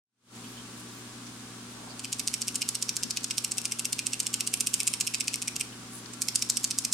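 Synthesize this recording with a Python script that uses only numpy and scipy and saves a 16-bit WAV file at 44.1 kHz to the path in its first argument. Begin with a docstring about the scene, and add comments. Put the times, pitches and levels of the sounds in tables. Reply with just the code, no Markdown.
"""Shaken fishing lure

A gloved hand shakes a hollow plastic lure about seven times a second, in two bouts.
At each turn loose balls slam into one end of the shell, bounce and jostle: ringing knocks, echoed by
a small room. Before and between the bouts the glove rubs faintly: crackling noise bands.
A fan runs throughout: sines for mains hum, filtered noise for its tones and air."""
import sys
import numpy as np
from scipy import signal
from scipy.fft import rfft, irfft, next_fast_len
from scipy.io import wavfile

SR = 44100
rng = np.random.default_rng(int(sys.argv[2]) if len(sys.argv) > 2 else 0)


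def materialize(psi):
    """Save the field psi as 16-bit PCM at rate SR to the path in sys.argv[1].

    A 1-D psi becomes a single channel; in a 2-D psi each row is a channel.
    """
    bounded = np.clip(np.atleast_2d(psi).T, -1, 1)
    quanta = np.round(bounded * 32767).astype(np.int16)
    wavfile.write(sys.argv[1], SR, quanta)


N = 305613
TIME = np.arange(N) / SR
FFT_SIZE = next_fast_len(N, True)
KNOCK_SAMPLES, LEAD_SAMPLES = 512, 8  # knock length; silence before its attack


def undb(db):
    """Decibels to gain."""
    return 10 ** (np.asarray(db) / 20)


def unit(x):
    """Scale to rms 1."""
    return x / np.sqrt(np.mean(x ** 2))


def along(hz, points_hz, values):
    """Join points by straight lines on a log-frequency axis."""
    return np.interp(np.log(hz + 1), np.log(points_hz), values)


def bell(hz, centre_hz, width_hz):
    """Power response of one resonance, 1 at its centre."""
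    return 1 / (1 + (2 * (hz - centre_hz) / width_hz) ** 2)


def noise(gain):
    """White noise through a frequency response."""
    spectrum = rfft(rng.standard_normal(N), FFT_SIZE)
    return irfft(spectrum * gain, FFT_SIZE)[:N]


def add(out, at_s, sound):
    """Mix a stereo sound in at a time."""
    start = max(int(round(at_s * SR)), 0)
    length = max(min(sound.shape[1], N - start), 0)
    out[:, start:start + length] += sound[:, :length]


def uneven(spread_db, count):
    """Random strengths, normally distributed in dB."""
    return undb(spread_db * rng.standard_normal(count))


def curve(table, at_s):
    """Value of each column at a time, on straight lines between rows."""
    times_s, *columns = np.transpose(table)
    return [np.interp(at_s, times_s, column) for column in columns]


def fan(waver=0.032):
    """Mains hum of slightly swaying sines, plus noise shaped into wavering tones and air, left and right."""
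    # mains hum: (frequency [Hz], level [dB rms])
    hum_lines = [(120, -53.5), (180, -61), (240, -53), (300, -61), (360, -64.5), (420, -67), (480, -71.5)]
    # wavering tones, level common to both sides: (frequency [Hz], width [Hz], level [dB rms])
    tones = [(225, 33, -60.5), (267.7, 6.7, -58), (768, 32, -68.5), (959, 19, -71.5), (1151, 38, -66.5),
             (1360, 14, -68.5), (1508, 12, -68), (1677, 21, -70)]
    # air and hiss common to both sides: (frequency [Hz], density [dB per Hz], left-right likeness [-])
    air = [(25, -90, 0.64), (100, -85.5, 0.81), (146, -83, 0.87), (218, -74, 0.98), (300, -80, 0.9),
           (383, -80.5, 0.43), (500, -86.5, 0.58), (760, -89, 0.72), (1095, -84.5, 0.46),
           (1490, -86.5, 0.53), (1900, -90, 0), (3200, -89, 0.0004), (9050, -90.5, 0), (10700, -97.5, 0),
           (14200, -108, 0)]
    hum = 0
    for line_hz, db in hum_lines:
        sway_points = rng.standard_normal(size=30)
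        sway = 1 + waver * np.interp(TIME, np.linspace(0, TIME[-1], num=30), sway_points)
        sine = np.sin(2 * np.pi * (line_hz * TIME + rng.random()))
        hum = hum + np.sqrt(2) * undb(db) * sway * sine

    hz = np.fft.rfftfreq(FFT_SIZE, 1 / SR)
    points_hz, air_db, likeness = np.transpose(air)
    power_per_hz = undb(along(hz, points_hz, air_db)) ** 2
    for tone_hz, width_hz, db in tones:
        # the squared bell has area width * pi / 4
        power_per_hz = power_per_hz + undb(db) ** 2 * bell(hz, tone_hz, width_hz) ** 2 / (width_hz * np.pi / 4)
    gain = np.sqrt(power_per_hz * SR / 2)
    alike = np.clip(along(hz, points_hz, likeness), -.5, 1)
    common = noise(gain)
    difference = noise(gain * np.sqrt((1 - alike) / (1 + alike)))
    return hum + common + np.array([[1], [-1]]) * difference


def glove(rub_db=4.5, crackle_db=6.0):
    """Rubber slips in tiny uneven steps, each rub in its own band."""
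    # rubs and nudges; width before its 1.2 factor, level before rub_db:
    # (middle [s], length [s], frequency [Hz], width [Hz], level [dB])
    rubs = [(0.455, 0.063, 3100, 500, -56), (0.5, .25, 11500, 3000, -64), (.58, 0.11, 3200, 400, -57),
            (0.796, 0.089, 9000, 4000, -56), (.97, .24, 12800, 3000, -66), (1.275, 0.056, 5500, 4000, -54),
            (1.404, .06, 7000, 3000, -57), (1.725, .06, 10400, 1400, -59), (1.87, .45, 880, 550, -56.5),
            (1.909, 0.063, 4680, 696, -52), (2.998, .1, 1600, 300, -55.5), (3.06, 0.057, 253, 60, -49),
            (5.728, 0.024, 3100, 500, -54), (5.958, .15, 9350, 3200, -50), (6.06, 0.012, 4800, 2000, -46),
            (6.136, 0.016, 6960, 3500, -42)]
    out = np.zeros((2, N))
    for middle_s, length_s, centre_hz, width_hz, db in rubs:
        count = int(length_s * SR)
        hz = np.fft.rfftfreq(count, 1 / SR)
        steps = rng.standard_normal((2, count))
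        steps = steps * undb(crackle_db * np.minimum(rng.exponential(size=count), 6))
        rub = irfft(rfft(steps) * bell(hz, centre_hz, 1.2 * width_hz), count)
        add(out, middle_s - length_s / 2, unit(rub) * np.hanning(count) * undb(db + rub_db))
    return out


def room(x, early_db=-11.5, early_decay_s=0.0043, tail_db=-10.5, t60_s=0.44, right_db=2.0, count=50):
    """Direct sound, dense early echoes, then a short diffuse tail."""
    # colour of the echo: (frequency [Hz], gain [dB])
    echo_colour = [(2500, 1), (4000, 3), (8000, -4.5), (10500, 0.5), (15000, -5)]
    t = TIME[:SR // 2]
    direct = np.zeros((2, len(t)))
    direct[:, 0] = undb(np.array([-right_db, right_db]) / 2)
    colour = undb(along(np.fft.rfftfreq(len(t), 1 / SR), *np.transpose(echo_colour)))
    early_decay = (t > .0024) * np.exp(-t / early_decay_s)
    tail_decay = (t > .006) * undb(-60 * t / t60_s)
    out = np.zeros((2, N))
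    # the lure keeps moving, so each stretch of its sound meets a new pattern of echoes
    for part in np.array_split(np.arange(N), count):
        early, tail = rng.standard_normal((2, 2, len(t)))
        echo = undb(early_db) * unit(early * early_decay) + undb(tail_db) * unit(tail * tail_decay)
        echo = irfft(rfft(echo / np.sqrt(len(t))) * colour, len(t))
        add(out, TIME[part[0]], signal.fftconvolve(x[:, part], direct + echo, axes=1))
    return out


def causal(gain):
    """Minimum-phase impulse response: starts at once, then rings out."""
    cepstrum = irfft(np.log(gain))
    cepstrum[..., 1:KNOCK_SAMPLES // 2] *= 2
    cepstrum[..., KNOCK_SAMPLES // 2 + 1:] = 0
    return irfft(np.exp(rfft(cepstrum)))


def knocks(count, end, cavity_db, bright_db, pitch=1, spot_db=1.5, side_db=3.0, pan_db=1.0, detune=0.025,
           dense_db=-2.5, dense_decay_s=0.00064, lag_spread_s=.00001):
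    """Balls strike the nose (end 0) or tail (end 1), exciting the shell's modes: count x 2 x samples."""
    # crack of a hard ball on plastic: (frequency [Hz], nose level [dB], tail level [dB])
    crack_table = [(300, -43, -56), (1190, -27, -39), (1830, -25, -25), (2160, -19, -11),
                   (3470, -12.5, -8.5), (5130, -3.5, -0.5), (7660, 1.5, 2), (9200, -2.5, -4),
                   (10400, -9, -6.5), (12700, -18.5, -12), (15000, -20.5, -17), (16300, -38, -35)]
    # mean ring of the lure, air cavity first, its frequency before the pitch factor:
    # (frequency [Hz], width [Hz], level struck at nose [dB], level struck at tail [dB])
    shell_modes = [(2557, 465, 12, 14), (3430, 190, -2.5, 2), (4720, 370, 1, -2), (5565, 510, 1.5, 8),
                   (7180, 270, 2.5, 3), (8285, 370, 6, 10.5), (9330, 470, 4.5, 9), (11230, 540, 7.5, 9.5),
                   (13650, 760, 5, 4.5)]
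    hz, t = np.fft.rfftfreq(KNOCK_SAMPLES, 1 / SR), TIME[:KNOCK_SAMPLES]
    crack, modes = np.transpose(crack_table), np.transpose(shell_modes)
    crack_db = along(hz, crack[0], crack[1 + end])
    crack_db = crack_db + bright_db * along(hz, [4800, 8500], [-.5, .5])
    # the fingers damp the cavity more or less as the grip changes
    crack_db = crack_db + cavity_db * bell(hz, 2740, 1320)

    # each spot weights the modes anew, unevenly for the two sides
    spot = rng.standard_normal((count, 1, len(shell_modes)))
    side = rng.standard_normal((count, 2, len(shell_modes)))
    shift = rng.standard_normal((count, len(shell_modes)))
    mode_db = modes[2 + end] + spot_db * spot + side_db * side
    mode_hz = modes[0] * (1 + detune * shift)
    mode_hz[:, 0] *= pitch
    mode_power = np.maximum(undb(mode_db) ** 2 - 1, 0)
    ring = np.sqrt(1 + mode_power @ bell(hz, mode_hz[..., None], modes[1][:, None]))

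    # waves criss-cross the thin wall for a moment, giving every knock its own colour
    wall = rng.standard_normal((count, 1, KNOCK_SAMPLES)) + rng.standard_normal((count, 2, KNOCK_SAMPLES))
    wall = wall * np.exp(-t / dense_decay_s)
    wall = (t == 0) + undb(dense_db) * unit(wall) / np.sqrt(KNOCK_SAMPLES)
    # each spot lies a little nearer to one microphone than to the other
    lag_s = lag_spread_s * rng.standard_normal((count, 1, 1)) * np.array([[.5], [-.5]])
    delay = np.exp(-2j * np.pi * hz * (lag_s + LEAD_SAMPLES / SR))
    sound = irfft(rfft(causal(undb(crack_db) * ring)) * rfft(wall) * delay)
    sound = sound / np.std(sound, axis=(1, 2), keepdims=True)
    return sound * uneven(pan_db, (count, 2, 1))


def volley(times_s, weights, db, *colour):
    """Several knocks that share one level between them, as (time [s], sound) pairs."""
    shares = undb(db) * weights / np.linalg.norm(weights)
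    return list(zip(times_s, shares[:, None, None] * knocks(len(times_s), *colour)))


def stroke(at_s, db, end, soft_db=-4.0, cavity_spread_db=1.26, bright_spread_db=1.4, pitch_spread=0.027,
           run_up_s=0.012, run_up_db=-14.5, graze_s=.0062, graze_db=-8.5, pile_s=.0011,
           clatter_db=-4, clatter_loss=0.97, settle_s=0.0082, roam_s=.045, roam_db=-22.5,
           share_spread_db=1.0):
    """Balls skip along the wall, pile into one end, bounce to rest and roam: (time [s], sound) pairs."""
    # the hold of the hand shifts slowly; cavity ring before its factor for each end:
    # (time [s], cavity ring [dB], brightness [dB])
    grip = [(2.0, 1.5, -3), (2.2, -4.5, -1.5), (2.6, 0, -0.5), (2.9, -10.5, -6.5), (3.17, -9, -8.5),
            (3.42, -2, 0.5), (3.85, 3.5, 1.5), (4.2, 1, -1.5), (4.65, 2.5, 2), (5.3, 1.5, -2.5),
            (5.6, -1.5, -0.5), (6.2, -9, -2.5), (6.9, -11.5, -4.5)]
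    # how far the balls straggle rather than arrive together: (time [s], straggle [dB])
    straggle = [(2.0, -1.5), (4.1, -1), (4.3, -0.5), (4.85, -3), (5.0, 0), (5.6, 2.5), (6.2, -3.5),
                (6.9, -2.5)]
    # factor on the cavity's frequency: (nose [-], tail [-])
    cavity_pitch = (1.032, 1.022)
    cavity_db, bright_db = curve(grip, at_s)
    straggle_db, = curve(straggle, at_s)
    cavity_db = cavity_db * (1.21, 0.9)[end] + cavity_spread_db * rng.standard_normal()
    bright_db = bright_db + bright_spread_db * rng.standard_normal()
    pitch = cavity_pitch[end] + pitch_spread * rng.standard_normal()
    # slow contacts sound duller
    hard = (end, cavity_db, bright_db, pitch)
    soft = (end, cavity_db, bright_db + soft_db, pitch)

    # grazes, blow and clatter share the stroke's energy; straggling balls graze more and clatter less
    shares = undb([graze_db + straggle_db, 0, clatter_db - clatter_loss * straggle_db])
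    shares = shares * uneven(share_spread_db, count=3)
    graze_db, blow_db, clatter_db = db + 20 * np.log10(shares / np.linalg.norm(shares))

    # the balls leave their rest with a few skips, then graze the wall ever more densely
    skip = run_up_s * rng.uniform(1 / 3, 1, size=3)
    hits = volley(at_s - skip, uneven(3.8, count=3) / skip, db + run_up_db + straggle_db, *hard)
    graze = graze_s * rng.random(size=7) ** 1.3
    hits += volley(at_s - graze, uneven(0.73, count=7), graze_db, *soft)
    # at the nose one ball leads cleanly; at the tail several land almost together
    pile = np.append(0, rng.uniform(.0003, pile_s, size=2))
    hits += volley(at_s + pile, np.where(pile > 0, (0.17, 0.54)[end], 1), blow_db, *hard)
    # the first rebound comes promptly, the later ones at random and mostly weaker
    bounce = .0016 + (.0065, .008)[end] * np.append(0, rng.random(size=7)) ** 1.2
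    hits += volley(at_s + bounce, uneven(4.1, count=8) * np.exp(-bounce / settle_s), clatter_db, *soft)
    roam = rng.uniform(0.014, roam_s, size=3)
    return hits + volley(at_s + roam, uneven(4.2, count=3), db + roam_db, *hard)


def rattle(nose_db=0.43, tail_db=0.32, stray_db=-9.0):
    """The hand throws the balls from end to end; now and then one knocks alone in between."""
    # the balls reach nose and tail in turn; level before nose_db or tail_db: (time [s], level [dB])
    strokes = [(1.9947, -38.0), (2.0458, -33), (2.1281, -27.0), (2.1957, -27.5), (2.2754, -25),
               (2.34, -26.5), (2.4178, -27.5), (2.4817, -27.5), (2.556, -25.5), (2.6184, -26),
               (2.689, -25.5), (2.7528, -26.5), (2.8251, -26.5), (2.8919, -28), (2.9665, -27.0),
               (3.0336, -26.5), (3.1077, -27.5), (3.1716, -26.0), (3.2435, -27), (3.3091, -27),
               (3.381, -24), (3.4461, -26), (3.5185, -26.5), (3.5818, -26), (3.6542, -25.5),
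               (3.7207, -27.5), (3.7942, -27.5), (3.8539, -27.0), (3.929, -25), (3.991, -28.0),
               (4.0678, -25.5), (4.133, -28), (4.2021, -25.0), (4.2678, -27.5), (4.341, -24), (4.4071, -27),
               (4.4737, -26), (4.5393, -23), (4.6068, -23), (4.6707, -24.5), (4.7398, -22), (4.8027, -25),
               (4.8753, -21.0), (4.9375, -27.5), (5.0095, -22), (5.0726, -26.5), (5.1454, -25),
               (5.2074, -26.5), (5.281, -26.5), (5.3412, -27.5), (5.4233, -29.5), (5.4804, -27.5),
               (5.564, -31), (5.6103, -27.0), (6.219, -24), (6.2846, -26.0), (6.357, -20), (6.4223, -24.5),
               (6.4992, -21.0), (6.5703, -24), (6.6426, -22.5), (6.709, -26.5), (6.7865, -24.0),
               (6.8494, -25.5), (6.926, -22.5)]
    # a ball left behind knocks by itself; level before stray_db: (time [s], level [dB])
    strays = [(3.6164, -30), (4.2311, -30), (4.5733, -35), (4.8324, -25.5), (5.2003, -28), (5.2415, -36),
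              (5.3581, -24), (5.5971, -31), (6.142, -38), (6.3944, -40)]
    out = np.zeros((2, N))
    for k, (stroke_s, db) in enumerate(strokes):
        end = k % 2
        for hit_s, sound in stroke(stroke_s, db + (nose_db, tail_db)[end], end):
            add(out, hit_s, sound)
    for stray_s, db in strays:
        knock = knocks(count=1, end=0, cavity_db=1.5, bright_db=4.0)[0]
        add(out, stray_s, undb(db + stray_db) * knock)
    return out


def scene(fan_left_db=0.75):
    """Lure and glove in the room, the fan without added echo and a little to the left."""
    fan_sides = undb(np.array([[fan_left_db], [-fan_left_db]]) / 2)
    return room(rattle() + glove()) + fan() * fan_sides


def record(dry, open_s=0.36, fade_db_per_s=195.0, peak=.75, top_hz=16200):
    """The sound fades in; the recorder rounds the sharpest peaks and cuts the top."""
    fade = undb(fade_db_per_s * np.minimum(TIME - open_s, 0))
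    rounded = peak * np.tanh(dry * fade / peak)
    low_pass = signal.ellip(8, .2, 70, top_hz, fs=SR, output="sos")
    return signal.sosfilt(low_pass, rounded)


dry = scene()
out = record(dry)
materialize(out)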